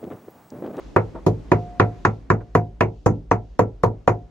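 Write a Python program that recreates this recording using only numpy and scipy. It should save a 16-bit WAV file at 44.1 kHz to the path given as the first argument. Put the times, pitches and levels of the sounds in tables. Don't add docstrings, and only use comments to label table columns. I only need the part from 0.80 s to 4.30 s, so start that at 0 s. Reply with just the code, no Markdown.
import sys
import numpy as np
from scipy import signal
from scipy.fft import rfft, irfft, next_fast_len
from scipy.io import wavfile
from scipy.ndimage import uniform_filter1d

SR = 44100
rng = np.random.default_rng(int(sys.argv[2]) if len(sys.argv) > 2 else 0)


def int16_out(signal):
    q = np.round(np.clip(np.atleast_2d(signal).T, -1, 1) * 32767)
    wavfile.write(sys.argv[1], SR, q.astype(np.int16))


N = 154350
T = np.arange(int(.9 * SR)) / SR
HIT_SAMPLES = int(.05 * SR)
BOOM_HZ, CONTACT_RISE_S = 108.13, 0.0012


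def pounding():
    # start in seconds, body and knock pitch in Hz, then levels in dB of boom, thump, body,
    # knock, clack, snap, salt crunch, squeak, grit and bowl ring, then ring t60 in seconds.
    blows = [(0.1623, 353, 1020, -23, -24.5, -16.5, -20.5, -25, -37.5, -51, -55, -56.5, -40, 0.19),
             (0.4651, 346, 895, -20.5, -20.0, -18, -28, -41.5, -49.5, -47, -48.5, -53.5, -27, 0.086),
             (0.7172, 349, 880, -20.5, -20.5, -16.5, -21, -28, -35.5, -46, -49.5, -58, -30.5, 1.16),
             (0.9984, 367, 1330, -18, -22.5, -18, -19.5, -21.5, -33, -43, -51.5, -62.5, -25, 0.32),
             (1.2504, 371, 1437, -21.5, -25, -22.5, -19, -21, -34.5, -46, -45.5, -60.5, -37, 0.24),
             (1.502, 372, 1405, -21, -22.0, -19.5, -20.5, -23.0, -36.5, -50.5, -48, -61.5, -36.5, 0.39),
             (1.751, 453, 1280, -19.5, -21, -17.5, -21.0, -27, -38.5, -50, -49.5, -53, -20.5, 0.24),
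             (2.0079, 420, 1606, -22, -24.5, -20.5, -22.5, -26, -30, -44.5, -48.5, -56.5, -33.5, 0.27),
             (2.2613, 498, 962, -21, -22.0, -18.5, -24, -32.5, -44, -51, -42, -53, -43, 0.097),
             (2.513, 462, 1006, -23.5, -24.5, -20.5, -18.5, -28.5, -38, -50.5, -47.5, -60, -27.5, 0.22),
             (2.792, 482, 1066, -22, -23, -15.0, -20.5, -31, -42.5, -49.0, -47.5, -55, -35.5, 0.16),
             (3.035, 486, 1163, -20.5, -24.5, -18, -20.5, -32, -44.5, -48.5, -51, -53, -36.5, 0.22),
             (3.2767, 493, 1064, -22, -25.5, -17.5, -19.5, -28, -37, -48.5, -46, -55.5, -27.5, 0.32)]
    # start in seconds, level in dB.
    rebounds = [(0.4831, -22.5), (0.7351, -23), (1.7563, -36.5), (2.2681, -25), (2.7979, -23.5)]
    out = np.zeros((2, N))
    spot_noise = stereo_noise(len(T), side=0.62)
    for start, body_hz, knock_hz, boom_db, *wood_db, crunch, squeak, grit, ring_db, ring_t60_s in blows:
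        blow = wood(body_hz, knock_hz, wood_db, spot_noise) + boom(boom_db)
        add(out, blow + bowl_ring(ring_db, ring_t60_s), start)
        add(out, salt([crunch, squeak, grit]), start - 0.002)
    for start, db in rebounds:
        thud = hit_level(np.sin(2 * np.pi * 420 * T) * T * fade(0.0076), db)
        add(out, np.array([thud, thud]), start)
    return out


def wood(body_hz, knock_hz, levels_db, spot_noise):
    # frequency in Hz, gain through the salt bed in dB.
    cushion = [(2700, -6), (4500, -22), (8000, -45.5)]
    # low and high edge in Hz; thump, body, knock, clack, snap.
    wood_bands = [(150, 280), (300, 600), (800, 1200), (1250, 1950), (2050, 2900)]
    dense = planks(spot_noise + stereo_noise(len(T), side=0.62))
    dense *= 1 + undb(-0.5) * fade(0.046)
    modes = hit_level(deck(), 0) + hit_level(band(bowl_chink(), 1400, 2900), -20)
    hit = knock(body_hz, knock_hz) + (hit_level(dense, 6) + modes) * rise(CONTACT_RISE_S)
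    return balance(colour(hit, cushion), wood_bands, levels_db)


def knock(body_hz, knock_hz, sag_s=0.075):
    onset = rise(CONTACT_RISE_S)
    tap = -np.sin(2 * np.pi * knock_hz * T) * onset * fade(0.0032)
    body_cycles = np.cumsum(1.114 * body_hz * np.exp(-T / sag_s)) / SR
    body = -np.sin(2 * np.pi * body_cycles) * onset * fade(0.055)
    direct = hit_level(tap, -1.5) + hit_level(body, 1)
    echoes = np.array([np.interp(T - lag_s, T, direct, left=0) for lag_s in (0.00174, 0.004317)])
    return direct + undb(-11) * echoes


def planks(noise):
    # frequency in Hz, spectral density in dB.
    spectrum_db = [(30, -18), (55, -9), (130, -4.5), (260, -1.5), (440, 1.5), (680, -4), (1100, -4.5),
                   (2150, -10.5), (6000, -53.5)]
    # frequency in Hz, t60 in seconds.
    decays = [(100, 0.27), (420, .25), (1100, 0.12), (4000, 0.12)]
    spec = rfft(noise)
    hz = np.arange(spec.shape[1]) * SR / len(T)
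    mid = spec.mean(axis=0)
    spec = mid + (spec - mid) * np.minimum(hz / 450, 1)
    centres_hz, t60s = zip(*decays)
    out = 0
    for weights, t60_s in zip(np.eye(len(decays)), t60s):
        share = along(hz, list(zip(centres_hz, weights)))
        out += irfft(spec * share, len(T)) * fade(t60_s)
    return colour(out, spectrum_db)


def deck():
    # frequency in Hz, relative level in dB.
    deck_modes = [(159, 0), (223, -6.5), (288, -10.5), (365, 0.5), (444, 3.5), (497, -2.5), (581, -16),
                  (775, -11.5), (904, -13.5), (965, -10.5), (1335, -6.5)]
    modes = [(hz, db, 0.37 * (BOOM_HZ / hz) ** 0.31) for hz, db in deck_modes]
    return ring(modes, scatter_db=7, wide_hz=1500)


def boom(db, swell_s=0.021, beat_hz=20):
    beat = 1 + .3 * np.sin(2 * np.pi * beat_hz * (T - swell_s))
    return hit_level(np.sin(2 * np.pi * BOOM_HZ * T) * rise(swell_s) * beat * fade(0.27), db)


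def salt(levels_db, lead_s=.003, settle_t60_s=0.11, grain_samples=12):
    # frequency in Hz, spectral density in dB.
    spectrum_db = [(500, -10), (4000, -3), (7100, 4), (7900, -10.5), (11500, -6.5), (15500, -20.5)]
    # low and high edge in Hz; crunch, squeak, grit.
    salt_bands = [(3300, 5200), (5600, 7500), (8500, 15000)]
    after_s = np.maximum(T - lead_s, 0)
    crack = fade(.013)[(after_s * SR).astype(int)]
    settle = undb(-7 - 60 * after_s / settle_t60_s)
    envelope = np.where(T < lead_s, undb(-8.5), crack + settle)
    sizes = undb(22 * np.repeat(rng.random(len(T)), grain_samples)[:len(T)])
    grains = rng.standard_normal((2, len(T))) * sizes * envelope
    chinks = signal.fftconvolve(grains, bowl_chink(), axes=1)[:, :len(T)]
    crunch = colour(hit_level(grains, 0) + hit_level(chinks, -11), spectrum_db)
    return balance(crunch, salt_bands, levels_db) * undb(-1)


def bowl_ring(db, t60_s, hz=712, freed_s=.028, held_gain=0.26):
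    bloom = held_gain + (1 - held_gain) * (1 - np.exp(-(T / freed_s) ** 4))
    return np.sin(2 * np.pi * hz * T) * bloom * undb(db - 60 * (T - freed_s) / t60_s)


def bowl_chink():
    modes_hz = [1701, 2087, 2547, 5905, 6234, 6468, 7020, 7190, 8640, 9450, 9660, 11296, 12623, 13783]
    return ring([(hz, 0, .075) for hz in modes_hz], scatter_db=5.5, wide_hz=6870)


def bumps(rise_s=0.021):
    # start in seconds, level in dB, roll-off in Hz, t60 in seconds.
    nudges = [(0.346, -35, 1117, 0.12), (1.604, -47.5, 1430, 0.049)]
    out = np.zeros((2, N))
    for start, db, top_hz, t60_s in nudges:
        push = stereo_noise(len(T), side=0.25) * fade(t60_s) * (1 - np.exp(-T / rise_s))
        dull = colour(push, [(70, -12), (300, 0), (top_hz, -10), (2 * top_hz, -36), (15000, -70)])
        add(out, hit_level(dull, db), start)
    return out


def outdoor_air():
    # frequency in Hz, spectral density in dB.
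    spectrum_db = [(20, -10), (45, -3), (280, 1), (1500, -22), (6500, -33.5), (8500, -43), (16000, -57.5)]
    # time in seconds, level in dB.
    trend = [(0, -43.5), (1.2, -45.5), (1.5, -52), (2.5, -54)]
    air = colour(stereo_noise(N, side=.6), spectrum_db)
    air *= undb(np.interp(np.arange(N) / SR, *np.array(trend).T)) / air.std()
    spec = rfft(air, 2 * N)
    hz = np.arange(N + 1) * SR / (2 * N)
    for low_hz, high_hz in (900, 2500), (2500, 7500):
        hiss = irfft(spec * ((hz > low_hz) & (hz < high_hz)))[:, :N]
        air += hiss * (undb(1.5 * walk(9.2)) - 1)
    return air


def engine_thrum():
    # frequency in Hz, rms level in dB.
    tones = [(41, -47.5), (51, -43.5), (62, -51)]
    t = np.arange(N) / SR
    out = 0
    for hz, db in tones:
        amplitude = np.sqrt(2) * undb(db - 1.5 * walk(6.38))
        out += amplitude * np.sin(2 * np.pi * hz * t + 0.865 * walk(10))
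    return out


def placement(x, lag_s=.0001):
    # frequency in Hz, right over left in dB.
    tilt = [(1100, 0.28), (2000, 1.5)]
    t = np.arange(N) / SR
    left = colour(x[0], [(hz, -db / 2) for hz, db in tilt])
    right = colour(x[1], [(hz, db / 2) for hz, db in tilt])
    return np.array([left, np.interp(t - lag_s, t, right)])


def ring(modes, scatter_db, wide_hz):
    out = 0
    for k, (hz, db, t60_s) in enumerate(modes):
        size, detune, lag = rng.uniform(-1, 1, 3)
        side_rad = lag * min(hz / wide_hz, 1) * np.array([[1], [-1]])
        tone = np.sin(2 * np.pi * hz * (1 + .005 * detune) * T + side_rad)
        out += (-1) ** k * undb(db + scatter_db * size) * fade(t60_s) * tone
    return out


def undb(db):
    return 10 ** (np.asarray(db) / 20)


def rise(time_s):
    return 1 - np.exp(-(T / time_s) ** 2)


def fade(t60_s):
    return np.exp(-np.log(1000) * T / t60_s)


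def hit_rms(x):
    return np.sqrt(np.mean(x[..., :HIT_SAMPLES] ** 2))


def hit_level(x, db):
    return x * undb(db) / hit_rms(x)


def along(hz, points):
    points_hz, values = np.array(points, float).T
    return np.interp(np.log(np.maximum(hz, 1)), np.log(points_hz), values)


def colour(x, points):
    n = 2 * next_fast_len(x.shape[-1])
    gain = undb(along(np.arange(n // 2 + 1) * SR / n, points))
    cepstrum = irfft(np.log(gain))
    cepstrum[1:n // 2] *= 2
    cepstrum[n // 2 + 1:] = 0
    return irfft(rfft(x, n) * np.exp(rfft(cepstrum)))[..., :x.shape[-1]]


def band(x, low_hz, high_hz):
    return signal.sosfilt(signal.butter(4, [low_hz, high_hz], "band", fs=SR, output="sos"), x)


def balance(x, bands_hz, levels_db):
    centres_hz = [np.sqrt(low * high) for low, high in bands_hz]
    for _ in range(2):
        band_rms = [hit_rms(band(x[:, :HIT_SAMPLES], *edges)) for edges in bands_hz]
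        gains_db = np.array(levels_db) - 20 * np.log10(band_rms)
        x = colour(x, list(zip(centres_hz, gains_db)))
    return x


def stereo_noise(size, side):
    shared, opposed = rng.standard_normal((2, size))
    return np.array([shared + side * opposed, shared - side * opposed]) / np.hypot(1, side)


def walk(rate_hz):
    hold = int(SR / rate_hz)
    steps = np.repeat(rng.standard_normal(N // hold + 1), hold)
    drift = uniform_filter1d(uniform_filter1d(steps, hold), hold)[:N]
    return drift / drift.std()


def add(out, x, start_s):
    i = int(start_s * SR)
    out[:, i:i + len(T)] += x[:, :N - i]


def scene():
    return placement(pounding()) + bumps() + outdoor_air() + engine_thrum()


def record(dry):
    rounded = dry / (1 + dry ** 6) ** (1 / 6)
    low_cut = signal.sosfilt(signal.butter(2, 28, "high", fs=SR, output="sos"), rounded)
    return signal.sosfilt(signal.ellip(8, .2, 80, 16000, fs=SR, output="sos"), low_cut)


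dry = scene()
out = record(dry)
int16_out(out)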